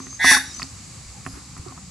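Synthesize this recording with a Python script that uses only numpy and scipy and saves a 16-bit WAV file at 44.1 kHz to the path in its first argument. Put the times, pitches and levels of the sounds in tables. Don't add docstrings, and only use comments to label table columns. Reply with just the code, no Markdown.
import sys
import numpy as np
from scipy import signal
from scipy.fft import rfft, irfft
from scipy.io import wavfile
from scipy.ndimage import uniform_filter1d, minimum_filter1d

SR = 44100
rng = np.random.default_rng(int(sys.argv[2]) if len(sys.argv) > 2 else 0)


def ratio_of_db(decibels):
    return 10 ** (np.asarray(decibels, float) / 20)


def master_out(mix):
    frames = np.transpose(np.atleast_2d(mix))
    ceiling = np.clip(frames, -1, 1)
    pcm = np.round(ceiling * 32767).astype(np.int16)
    wavfile.write(sys.argv[1], SR, pcm)


N = 83790
T = np.arange(N) / SR


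def rms_one(x):
    return x / np.sqrt(np.mean(x ** 2) + 1e-20)


def at_hz(points, hz):
    table_hz, values = np.transpose(points)
    return np.interp(np.log(hz), np.log(table_hz), values)


def bin_hz():
    return np.maximum(np.fft.rfftfreq(N, 1 / SR), 1)


def drift(rate_hz):
    r = np.exp(-2 * np.pi * rate_hz / SR)
    noise = rng.standard_normal(N + 8000)
    return rms_one(signal.lfilter([1], [1, -2 * r, r * r], noise)[8000:])


def ring(clicks, hz, t60_s):
    r, w = ratio_of_db(-60 / (t60_s * SR)), 2 * np.pi * hz / SR
    return signal.lfilter([0, np.sin(w)], [1, -2 * r * np.cos(w), r * r], clicks + 1e-18)


def resonance(x, hz, width_hz):
    r = np.exp(-np.pi * width_hz / SR)
    poles = [1, -2 * r * np.cos(2 * np.pi * hz / SR), r * r]
    return signal.lfilter([(1 - r * r) / 2, 0, (r * r - 1) / 2], poles, x)


def butter(x, order, hz, kind="low"):
    return signal.sosfilt(signal.butter(order, hz, kind, fs=SR, output="sos"), x)


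def pan(left_over_right_db):
    return ratio_of_db(np.array([[.5], [-.5]]) * left_over_right_db)


def throat(source, pitch_hz):
    # centre in Hz, width in Hz, level in dB.
    resonances = [(750, 360, -16.5), (1530, 200, 0.5), (1990, 354, 4), (2540, 110, -23), (3524, 298, -5),
                  (4650, 150, -7.5), (5150, 840, -14.5), (5913, 300, -7.5), (6350, 41, -8),
                  (7880, 830, -20), (9760, 740, -10.5), (10200, 1530, -17.5), (12090, 740, -9)]
    closed_hz = 850
    closing = np.clip((pitch_hz.max() - 10 - pitch_hz) / (pitch_hz.max() - closed_hz), 0, 1)
    beak_open, beak_closed = source * (1 - closing), source * closing
    out = ratio_of_db(-10.5) * resonance(beak_closed, closed_hz, 210)
    for k, (hz, width_hz, db) in enumerate(resonances):
        sagged_hz = hz * 0.886 if k in (1, 2) else hz
        both = resonance(beak_open, hz, width_hz) + resonance(beak_closed, sagged_hz, width_hz)
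        out += (-1) ** k * ratio_of_db(db) * both
    for hz, width_hz, share in [(3140, 320, 1), (4020, 420, .75)]:
        out = out - share * resonance(out, hz, width_hz)
    faint_top_band = butter(out, 4, [12800, 14500], "band")
    beak_top = signal.cheby2(8, 40, 12100 * 1.03, fs=SR, output="sos")
    return ratio_of_db(-24) * faint_top_band + signal.sosfilt(beak_top, out)


def squawk():
    # time in seconds, pitch in Hz, flutter in Hz, flutter depth in radians, level in dB,
    # brightness in dB per octave, hoarseness 0-1.
    course = [
        (0.185, 882.9, 168.6, 0.63, -63, -19, 0.1),
        (0.198, 905.5, 169.9, 0.65, -30, -43, 0),
        (0.216, 924.3, 167.5, 0.76, -24, -38, 0.06),
        (0.242, 930.2, 166.8, 0.55, -21.5, 0.5, 0.11),
        (0.294, 917.3, 158.7, 0.64, -11.5, 3, 0),
        (.315, 892, 159.2, 0.51, -15.5, 6, 0.21),
        (.332, 858.7, 169.8, 0.19, -19, 5.2, 0.2),
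        (.349, 847.2, 172.3, 0.67, -19, 0.5, 0.27),
        (.383, 750, 173, 0.66, -42, 12.5, 0.3),
    ]
    s, *columns = np.transpose(course)
    pitch_hz, flutter_hz, depth_rad, level_db, tilt_db, hoarse = [np.interp(T, s, c) for c in columns]
    jitter_rad = 3.37 * hoarse
    shake = 2 * np.pi * np.cumsum(flutter_hz) / SR + jitter_rad * drift(51)
    phase = 2 * np.pi * np.cumsum(pitch_hz) / SR + depth_rad * np.sin(shake)
    phase = phase + 0.42 * jitter_rad * drift(112)

    voice = np.zeros(N)
    for k in range(1, 14):
        harmonic_db = tilt_db * np.log2(max(k / 4, 1))
        if k == 3:
            harmonic_db = harmonic_db + tilt_db - 5
        voice += ratio_of_db(harmonic_db) * np.cos(k * phase + k * k)
    croak = np.exp(-2 * ((T - s[1] - .008) / 0.033) ** 2)
    voice += ratio_of_db(1) * croak * np.cos(phase - shake / 2 + 1.3 * drift(40))

    white = rng.standard_normal(N)
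    white = white - .75 * butter(white, 1, 2600)
    breath = white + ratio_of_db(0.55 * tilt_db) * np.diff(white, prepend=0)
    breath = breath * (1 + 1.3 * np.cos(phase))
    source = voice + 8.5 * ratio_of_db(-7) * np.sqrt(hoarse) * breath

    shimmer_db = 2 * hoarse * drift(130)
    source = source * ratio_of_db(shimmer_db + level_db + 4) * (T > s[0]) * (T < s[-1])
    throb = 1 + 0.24 * np.cos(shake + 1.42)
    catch_db = 4.5 * np.exp(-((T - .348) / 0.0039) ** 2)
    return throat(source * throb * ratio_of_db(catch_db), pitch_hz)


def chirps():
    # start in seconds, length in seconds, level in dB, first Hz, last Hz.
    calls = [(-.03, 0.11, -41.5, 6040, 6350), (0.07, 0.1, -39.5, 6350, 6340),
             (0.094, 0.085, -54.5, 4980, 4870), (0.452, 0.024, -40, 5720, 5690),
             (0.484, 0.051, -49, 5690, 5700), (0.441, 0.035, -45.5, 3830, 3800),
             (0.483, 0.048, -47, 3790, 3800), (0.507, 0.023, -42.5, 5150, 5150),
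             (0.538, 0.022, -36, 6000, 6280), (0.575, 0.018, -37, 6120, 6250),
             (0.588, 0.028, -51, 6230, 6200), (0.583, 0.022, -39, 4600, 4630),
             (0.6, 0.014, -37.5, 5150, 5150), (1.27, 0.067, -49.5, 5000, 4950)]
    out = np.zeros(N)
    blur_rad = 0.99 * drift(60)
    wobble_db = 3 * drift(60)
    for s, length_s, db, first_hz, last_hz in calls:
        u = np.clip((T - s) / length_s, 0, 1)
        swell = np.sqrt(np.sin(np.pi * u).clip(0))
        glide = 2 * np.pi * np.cumsum(first_hz + (last_hz - first_hz) * u) / SR
        out += ratio_of_db(db + 0.5) * swell * np.sin(glide + blur_rad * (length_s / 0.041) ** 0.91)
    return out * ratio_of_db(wobble_db)


def knocks():
    # time in seconds, level in dB, colour in Hz, hum level in dB, left over right in dB.
    hits = [(.002, -37, 1120, -23.5, -2), (0.068, -38, 1480, -26.5, -2), (0.128, -44, 1113, -43, -2),
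            (0.244, -13.5, 970, -14, -4.5), (0.314, -13.5, 1170, -13.5, -2.5),
            (0.368, -19.5, 1210, -21, -3), (0.597, -29, 1210, -50, 1.5), (0.6196, -23.5, 1730, -29.5, -4.5),
            (0.639, -40, 696, -38, -8), (1.252, -46.5, 1400, -54, 16), (1.264, -22.5, 1275, -23.5, -5.5),
            (1.274, -39.5, 523, -35, -13), (1.567, -37.5, 1020, -36, -2), (1.578, -43, 1680, -38, 0),
            (1.662, -37.5, 380, -54.5, -16.5), (1.71, -45, 1160, -40, -8), (1.722, -40, 825, -41.5, 5),
            (1.777, -38, 1140, -40, 2.5)]
    # mode in Hz, level in dB, t60 in seconds.
    modes = [(363, -4.5, 0.047), (750, -10.5, 0.032), (1095, -7.5, 0.021), (1250, -7, 0.013),
             (1400, -29, 0.12), (1905, -5, 0.0065), (2460, -2.5, 0.0045)]
    size = SR // 2
    t = T[:size]
    out = np.zeros((2, N))
    soft = 0.06 * rms_one(np.exp(-t / 0.00062) * t) / np.sqrt(size)
    hollow = ring(soft, 264.7, 0.27) + ratio_of_db(4.5) * ring(soft, 356, 0.031)
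    hollow = np.array([hollow, np.interp(t - 0.00027, t, hollow)])
    for s, db, colour_hz, hum_db, pan_db in hits:
        grit = 0.072 * rng.standard_normal(size) * np.exp(-t / 0.0058) * (t < .03)
        contact = grit + (t == 0)
        for _ in range(2):
            contact = resonance(contact, colour_hz, colour_hz)
        hit = ratio_of_db(hum_db) * hollow
        for hz, mode_db, t60_s in modes:
            off_colour_db = 2.2 * np.log2(hz / colour_hz) ** 2
            hit = hit + ratio_of_db(db + mode_db + 9 - off_colour_db) * ring(contact, hz, t60_s)
        i = int(s * SR)
        out[:, i:i + size] += (pan(pan_db) * hit)[:, :N - i]
    return butter(out, 2, 120, "high")


def pings(rows, soft_cycles):
    out = np.zeros(N)
    for s, db, hz, t60_s in rows:
        t = np.clip(T - s, 0, 1)
        onset = 1 - np.exp(-t * hz / soft_cycles)
        out += ratio_of_db(db - 60 * t / t60_s) * onset * np.sin(2 * np.pi * hz * t)
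    return out


def ticks():
    # time in seconds, level in dB, Hz, t60 in seconds.
    snaps = [
        (.6295, -13, 4560, 0.0064),
        (.6295, -36, 10800, 0.0057),
        (.6295, -33, 9000, 0.0056),
        (.6295, -46, 12800, 0.007),
        (.637, -28, 5300, 0.004),
        (.379, -17, 10100, 0.0044),
        (1.264, -38.5, 10200, .006),
        (1.275, -35, 10400, 0.005),
        (1.579, -32, 10000, 0.003),
        (1.685, -23, 4700, 0.0023),
    ]
    return ratio_of_db(5) * pings(snaps, soft_cycles=2.3)


def bumps():
    # time in seconds, level in dB, Hz, t60 in seconds.
    thuds = [
        (.625, -27, 153, 0.035),
        (1.06, -36.5, 54, .15),
        (1.275, -27, 107, 0.064),
        (1.335, -31.5, 60, 0.092),
        (1.594, -25.5, 80, 0.089),
    ]
    return pings(thuds, soft_cycles=0.13)


def rubs():
    # start in seconds, length in seconds, level in dB, centre in Hz, width in Hz.
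    strokes = [
        (1.29, 0.15, -48.5, 1090, 1200),
        (1.23, 0.18, -55, 10400, 1600),
        (1.64, 0.083, -47, 1155, 300),
        (1.1, 0.12, -53, 810, 140),
        (1.33, 0.074, -43, 274, 107),
    ]
    grain = rng.standard_normal((2, N)) * ratio_of_db(1.9 * drift(60)) + rng.standard_normal(N)
    out = np.zeros((2, N))
    for s, length_s, db, hz, width_hz in strokes:
        swell = np.sin(np.pi * np.clip((T - s) / length_s, 0, 1))
        rub = resonance(resonance(grain, hz, width_hz), hz, width_hz)
        out += ratio_of_db(db) * swell * rms_one(rub)
    return out


def patio(x):
    t = T[:SR // 2]
    white = rng.standard_normal((2, len(t))) * np.clip(t / 0.01, 0, 1)
    low = butter(white, 1, 3000)
    low_t60_s, treble_t60_s = 0.3, 0.29
    echoes = low * ratio_of_db(-60 * t / low_t60_s) + (white - low) * ratio_of_db(-60 * t / treble_t60_s)
    return signal.fftconvolve(x[None], rms_one(echoes) / np.sqrt(len(t)), axes=1)[:, :N]


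def ports(mid, side):
    # Hz, side over mid in dB.
    width_db = [(200, 8), (600, -3.5), (1400, -15.5), (2800, -5.5), (5600, -7.5), (10000, 0), (14000, -1)]
    side = irfft(rfft(side) * ratio_of_db(at_hz(width_db, bin_hz())), N)
    return np.array([mid + side, mid - side])


def coloured(spectrum, patchy_db):
    # Hz, left-right likeness 0-1.
    likeness = [(60, 0.96), (130, 0.97), (270, 0.83), (570, 0.06), (1220, 0.85), (2580, 0.49), (5470, 0.47),
                (11600, 0.031)]
    hz = bin_hz()
    mid, side = rfft(rng.standard_normal((2, N)))
    alike = at_hz(likeness, hz)
    both = np.sqrt(1 + alike) * mid + np.sqrt(1 - alike) * side * [[1], [-1]]
    both = ratio_of_db(at_hz(spectrum, hz)) * both
    place = 2 * np.log2(hz)
    first, last = int(2 * np.log2(spectrum[0][0])), int(2 * np.log2(spectrum[-1][0])) + 1
    out = np.zeros((2, N))
    for k in range(first, last + 1):
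        band = irfft(both * np.clip(1 - abs(place - k), 0, 1), N)
        out += ratio_of_db(patchy_db * drift(5.9)) * band
    return rms_one(out)


def background():
    # Hz, density in dB per Hz.
    rumble = [(15, -51), (25, -85), (54, 1), (160, -4), (432, -22), (472, -25.5), (509, -18.5), (630, -36),
              (786, -20.5), (900, -27.5), (1170, -24), (1980, -120)]
    hiss = [(700, -5.5), (950, -7.5), (1170, 0.5), (1500, -6), (2300, -1), (3300, -7), (4600, 2),
            (5800, -2.5)]
    insects = [(5800, 3), (6600, 10.5), (8000, 11.5), (8800, -38), (10500, 0.5), (12000, -13), (13500, -17),
               (15700, -36)]
    # time in seconds, swell in dB.
    outdoors = [(0, 2), (.2, 0.5), (.62, 5.5), (.7, 2.5), (1.9, -0.05)]
    air = ratio_of_db(-48) * coloured(hiss, patchy_db=.7) + ratio_of_db(-49) * coloured(insects, patchy_db=.4)
    swell_db = np.interp(T, *np.transpose(outdoors))
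    return ratio_of_db(swell_db) * air + ratio_of_db(-43.5) * coloured(rumble, patchy_db=3.5)


def scene():
    bird, far = squawk(), chirps()
    casing = knocks() + ticks()
    wet = ratio_of_db(-8.5) * patio(bird + ratio_of_db(8) * far + ratio_of_db(-27.5) * casing.mean(axis=0))
    bounce = np.roll(bird, int(.0013 * SR)) - np.roll(bird, int(.0031 * SR))
    near = ports(bird + wet[0], 0.55 * bounce + 1.15 * wet[1])
    return near + pan(1.2) * far + casing + rubs() + bumps() + background()


def roll_off(x):
    return signal.sosfilt(signal.butter(12, 15800, fs=SR, output="sos"), x)


def record(dry):
    gain = np.minimum(1, .92 / (abs(dry).max(axis=0) + 1e-9))
    gain = uniform_filter1d(minimum_filter1d(gain, size=400), size=200)
    return roll_off(dry * gain)


dry = scene()
out = record(dry)
master_out(out)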